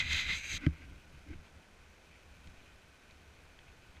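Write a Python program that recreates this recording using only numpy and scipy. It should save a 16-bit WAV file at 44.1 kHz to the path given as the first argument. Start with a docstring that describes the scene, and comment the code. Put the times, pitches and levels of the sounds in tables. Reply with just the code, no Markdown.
"""On a groomed ski slope at night, heard from inside the housing of a camera worn by a skier.
Something, probably a glove, scrapes the housing by stick-slip friction, lifts off and knocks the mount
into free vibration. Then the skis glide with a faint hiss and light edge scuffs as snow crystals
excite their resonances, while bumps shake the mount and make the housing rub and tick."""
import sys
import numpy as np
from scipy.fft import rfft, irfft, next_fast_len
from scipy.io import wavfile
from scipy.ndimage import map_coordinates

SR = 44100
rng = np.random.default_rng(int(sys.argv[2]) if len(sys.argv) > 2 else 0)


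def wrap_up_sound(samples):
    """Save the sound to the file named by the first command line argument, as 16-bit audio."""
    columns = np.atleast_2d(samples).T
    # keep every value between -1 and 1, then stretch to whole-number steps
    tamed = np.clip(columns, -1, 1)
    steps = np.round(tamed * 32767).astype(np.int16)
    wavfile.write(sys.argv[1], SR, steps)


N = 176400

CRYSTALS_PER_S, CRYSTAL_SPREAD_DB = 2500, 4.5
# excitation spectrum of a soft contact: frequency_hz, level_db
SOFT_CONTACT = [(700, 1), (1400, 4.5), (6000, -2.5), (12000, -19)]


def amp(db):
    """Amplitude ratio of a level in decibels."""
    return 10 ** (np.asarray(db) / 20)


def unit(x):
    """Normalisation to rms 1."""
    return x / np.sqrt(np.mean(x ** 2) + 1e-20)


def clock():
    """The time of each sample in seconds."""
    return np.arange(N) / SR


def curves(rows):
    """Linear interpolation in time: one curve for each column after the first."""
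    times, *columns = np.transpose(rows)
    return [np.interp(clock(), times, column) for column in columns]


def wobble(knots_per_s):
    """Smooth random modulation: a spline through Gaussian values."""
    return map_coordinates(rng.standard_normal(N // 20), [clock() * knots_per_s], mode="wrap")


def impulse(time_s):
    """A unit impulse, the ideal brief blow."""
    return (np.arange(N) == round(time_s * SR)) * 1.0


def slips(per_s, spread_db):
    """Friction as shot noise: random impulses of log-normal size, at rms 1."""
    signed_impulses = (rng.random(N) < per_s / SR) * np.sign(rng.standard_normal(N))
    return unit(signed_impulses * amp(spread_db * rng.standard_normal(N)))


def filtered(x, response):
    """Linear filtering: the spectrum of x times a frequency response."""
    size = next_fast_len(N + SR // 2)
    return irfft(rfft(x, size) * response(np.fft.rfftfreq(size, 1 / SR)), size)[:N]


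def gain_at(f, points):
    """Gain at f, interpolated between (Hz, dB) points on a log frequency axis."""
    hz, db = np.transpose(points)
    return amp(np.interp(np.log(f + 1), np.log(hz + 1), db))


def coloured(x, points):
    """Zero-phase spectral shaping by (Hz, dB) points, at rms 1."""
    return unit(filtered(x, lambda f: gain_at(f, points)))


def resonate(x, modes):
    """Modal superposition: x drives damped resonators in parallel, at rms 1."""
    def response(f):
        return sum(amp(db) * 1j * f * width / (hz * hz - f * f + 1j * f * width)
                   for hz, width, db in modes)
    return unit(filtered(x, response))


def struck(x, points):
    """Minimum-phase response to x of a body given by (Hz, dB) points, at peak 1."""
    size = 2 * next_fast_len(N // 2 + SR // 4)
    cepstrum = irfft(np.log(gain_at(np.fft.rfftfreq(size, 1 / SR), points)), size)
    cepstrum[1:size // 2] *= 2  # folding onto positive time makes the response causal
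    cepstrum[size // 2 + 1:] = 0
    ring = irfft(rfft(x, size) * np.exp(rfft(cepstrum)), size)[:N]
    return ring / np.abs(ring).max()


def scrape():
    """Stick-slip friction excites the housing; the contact grows lighter and thinner, then lifts off."""
    # band envelopes before trim: time_s, ring_db, rasp_db, treble_db
    band_levels = [(0.0, -32, -32, -46), (0.032, -41, -52, -60.5), (0.08, -43, -45, -57.5),
                   (0.12, -34, -38.5, -47.5), (0.14, -35, -38, -48.5), (0.2, -35.5, -38, -47.5),
                   (0.25, -43, -46.5, -57.5), (0.3, -34.5, -42, -52.5), (0.334, -37, -40.5, -51.5),
                   (0.378, -43.5, -49, -49), (0.412, -50, -54.5, -58.5), (0.45, -42.5, -54, -51.5),
                   (0.478, -46, -52, -52.5), (0.53, -40.5, -44, -46), (0.572, -43.5, -43.5, -49)]
    # spectrum under firm contact: frequency_hz, level_db
    firm_spectrum = [(150, -14), (400, -25.5), (650, -28.5), (1100, -23.5), (1550, -11.5), (1870, -9.5),
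                     (2080, 4.5), (2260, -7.5), (2420, -0.5), (2650, -4.5), (2900, -16.5), (3130, -9.5),
                     (3430, -12.5), (3750, -9.5), (4030, -7.5), (4280, -22), (4750, -19.5), (5350, -29.5),
                     (5900, -20), (6400, -14), (6850, -20), (7250, -23), (7700, -24.5), (8500, -32),
                     (9100, -41), (10500, -37), (11000, -42), (11550, -35.5), (12400, -42), (15000, -46)]
    # spectrum under light contact: frequency_hz, level_db
    light_spectrum = [(150, -10.5), (750, -29), (1200, -21.5), (1600, -10.5), (1850, -13.5), (2100, -1),
                      (2470, -2), (2750, -5), (2930, -14), (3150, -5), (3450, -12.5), (3950, -3),
                      (4350, -15.5), (4750, -12), (5300, -25), (5900, -9.5), (6400, -1.5), (6800, -10.5),
                      (7200, -17), (7650, -13), (8100, -21), (8500, -17.5), (9100, -31), (10900, -32.5),
                      (11700, -25), (12500, -33), (15000, -35)]
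    # ring, rasp and treble: low_hz, high_hz, trim_db
    bands = [(0, 2900, 0.7), (2900, 5400, 1), (5400, SR, -0.4)]
    ease_s, ease_fade_s, lift_s, lift_fade_s = 0.368, 0.04, 0.579, 0.01
    t, out = clock(), np.zeros(N)
    friction = slips(per_s=8000, spread_db=1.8) * amp(0.5 * wobble(knots_per_s=160))  # with judder
    firm, light = coloured(friction, firm_spectrum), coloured(friction, light_spectrum)
    eased = np.clip((t - ease_s) / ease_fade_s + .5, 0, 1)
    for level_db, (low_hz, high_hz, trim_db) in zip(curves(band_levels), bands):
        band = lambda x: unit(filtered(x, lambda f: (f >= low_hz) & (f < high_hz)))
        out += amp(level_db + trim_db) * ((1 - eased) * band(firm) + eased * band(light))
    touching = np.clip((lift_s - t) / lift_fade_s + .5, 0, 1)
    return out * touching


def knock():
    """Impulse response: one blow clicks on the housing, then the mount gives and its low modes ring."""
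    # housing response to hard contact: frequency_hz, gain_db
    click_response = [(300, -14), (1100, -21), (1290, 0), (1440, -14), (1570, 4.5), (1750, -5), (2000, 3.5),
                      (2300, 2.5), (2780, -19), (3050, -0.5), (3650, -21), (4700, -20), (15000, -54)]
    # mount response: frequency_hz, gain_db
    mount_response = [(15, -34), (55, -16), (73, 4), (100, -5.5), (130, -0.5), (160, 0.5), (187, -14.5),
                      (230, -12.5), (290, -4.5), (330, -9), (390, -30.5), (470, -44), (600, -27.5),
                      (740, -44), (1200, -52), (4000, -100)]
    click = amp(-25) * struck(impulse(time_s=0.6653), click_response)
    thump = amp(-16.5) * struck(impulse(time_s=0.667), mount_response)
    return click - thump


def rubs():
    """Resonance under friction: soft swells of rubbing ring the housing and make the mount groan."""
    # housing modes: frequency_hz, bandwidth_hz, gain_db
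    housing_modes = [(1580, 72, 13), (2137, 200, 15.5), (2370, 92, 11), (3100, 180, -28), (4700, 300, -32),
                     (6200, 600, -36)]
    # creaking mode of the mount: frequency_hz, bandwidth_hz, gain_db
    groan_mode = [(284.4, 78, 0)]
    # soft rubs: peak_s, rise_s, fall_s, ring_db, groan_db
    strokes = [(.004, .02, 0.02, -41, -63), (.585, 0.009, 0.026, -55.5, -65),
               (.641, 0.025, 0.03, -46.5, -48.5), (.775, 0.072, 0.039, -60.5, -72),
               (.826, 0.023, 0.035, -59.5, -59.5), (.93, 0.064, 0.049, -70, -63),
               (1.309, 0.034, 0.018, -62, -51), (1.334, 0.0065, 0.0095, -59, -49)]
    t, out = clock(), np.zeros(N)
    ring = coloured(resonate(slips(per_s=3000, spread_db=0.5), housing_modes), SOFT_CONTACT)
    groan = resonate(resonate(rng.standard_normal(N), groan_mode), groan_mode)
    for peak_s, rise_s, fall_s, ring_db, groan_db in strokes:
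        swell = np.exp(-((t - peak_s) / np.where(t < peak_s, rise_s, fall_s)) ** 2)
        out += swell * (amp(ring_db) * ring + amp(groan_db) * groan)
    return out


def ticks():
    """Transient excitation: gritty contacts tick on the housing, each at its own level and brightness."""
    # contacts: start_s, peak_db, excitation_centre_hz
    contacts = [(.131, -24.5, 4500), (0.53, -34, 4000), (2.4724, -46.5, 4000), (3.109, -51, 3400),
                (3.5897, -46, 1400), (3.968, -50, 1700)]
    # response of the plastic: frequency_hz, gain_db
    plastic_response = [(300, -16), (1000, -17), (1500, -7), (2050, 4), (2750, -6), (3300, -3), (4100, -1),
                        (5400, -15.5), (6200, -7), (15000, -38)]
    t60_s, octave_loss_db = 0.015, 5.5  # the loss applies one octave from the centre
    out = np.zeros(N)
    for start_s, peak_db, centre_hz in contacts:
        age = clock() - start_s
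        grit = rng.standard_normal(N) * (age >= 0) * amp(-60 * np.abs(age) / t60_s)
        response = [(hz, db - octave_loss_db * np.log2(hz / centre_hz) ** 2)
                    for hz, db in plastic_response]
        out += amp(peak_db) * struck(grit, response)
    return out


def rumble():
    """Forced vibration: bumps in the snow and airflow shake the mount around its lowest resonance."""
    # shaking under the scrape: time_s, level_db
    scrape_shake = [(0.0, -54), (0.02, -48.5), (0.14, -41), (0.206, -53), (0.3, -44), (0.478, -60.5),
                    (0.552, -42), (0.62, -54)]
    # shaking from the slope: time_s, level_db
    slope_shake = [(0.74, -51), (0.77, -57), (0.92, -48.5), (1.04, -62), (1.15, -52), (1.26, -63),
                   (1.29, -50.5), (1.37, -47), (1.48, -66.5), (1.57, -54.5), (1.62, -67), (1.84, -61.5),
                   (2.01, -65), (2.43, -59), (2.47, -52.5), (2.52, -56), (2.68, -66.5), (2.72, -62),
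                   (3.02, -69), (3.05, -64.5), (3.65, -61), (3.68, -57), (3.75, -64.5), (3.89, -56.5),
                   (3.94, -66), (3.97, -59)]
    # spectrum of the shaken mount: frequency_hz, level_db
    shake_spectrum = [(8, -4), (20, -1.5), (45, -6), (60, -1.5), (73, 4), (86, -2.5), (105, -11),
                      (168, -12), (200, -16.5), (320, -26), (600, -50), (1500, -82)]
    trim_db = 0.5
    level_db, = curves(np.vstack([scrape_shake, slope_shake]))
    return amp(level_db + trim_db) * coloured(rng.standard_normal(N), shake_spectrum)


def glide():
    """Random impact excitation: snow crystals ring the skis, heard through the housing."""
    # envelope of the skis on snow: time_s, level_db
    glide_levels = [(0.7, -62), (0.96, -62.5), (1.25, -65), (1.75, -65.5), (2.4, -63.5), (4.0, -64.5)]
    # ski modes: frequency_hz, bandwidth_hz, gain_db
    ski_modes = [(1513, 124, 6), (2510, 280, 3.5), (2930, 180, -6.5), (3810, 200, -15), (5900, 310, -29)]
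    trim_db = -3.5
    level_db, = curves(glide_levels)
    ring = resonate(slips(CRYSTALS_PER_S, CRYSTAL_SPREAD_DB), ski_modes)
    return ring * amp(level_db + trim_db + 0.65 * wobble(knots_per_s=25.1))


def scuffs():
    """Modal excitation: now and then an edge bites, and crystals ring the ski's upper resonances."""
    # edge bites: peak_s, half_length_s, level_db
    bites = [(0.823, 0.018, -64), (1.33, .018, -64), (1.46, 0.047, -67), (2.14, 0.063, -65.5),
             (2.59, 0.046, -67), (2.67, .014, -61.5), (3.108, .014, -62), (3.68, .025, -66),
             (3.972, .018, -64.5)]
    # modes excited at the edge: frequency_hz, bandwidth_hz, gain_db
    edge_modes = [(2460, 330, 0), (2980, 300, -14)]
    swells = sum(amp(db) * np.exp(-((clock() - peak_s) / half_s) ** 2) for peak_s, half_s, db in bites)
    ring = resonate(slips(CRYSTALS_PER_S, CRYSTAL_SPREAD_DB), edge_modes)
    return swells * coloured(ring, SOFT_CONTACT)


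def air():
    """Broadband noise: the air makes a faint, nearly even hiss."""
    # spectrum of the hiss: frequency_hz, level_db
    hiss_spectrum = [(120, -2), (200, 1), (344, -1.5), (647, -3), (963, -5.5), (1510, -7.5), (1780, -6),
                     (2420, -5.5), (2800, -16), (3120, -12), (5360, -17), (6190, -15.5), (7280, -20.5),
                     (10100, -25.5), (15000, -39)]
    return coloured(rng.standard_normal(N), hiss_spectrum) * amp(-63 + 0.29 * wobble(knots_per_s=8.1))


def scene():
    """Superposition: all sources add at the one microphone in the housing."""
    return (scrape() + rubs() + knock() + ticks() + rumble() + glide() + air() + scuffs())[None]


def record(dry):
    """Band limiting: the camera passes nothing above its cutoff."""
    cutoff_hz = 15150
    return np.array([filtered(dry[0], lambda hz: hz < cutoff_hz)])


dry = scene()
out = record(dry)
wrap_up_sound(out)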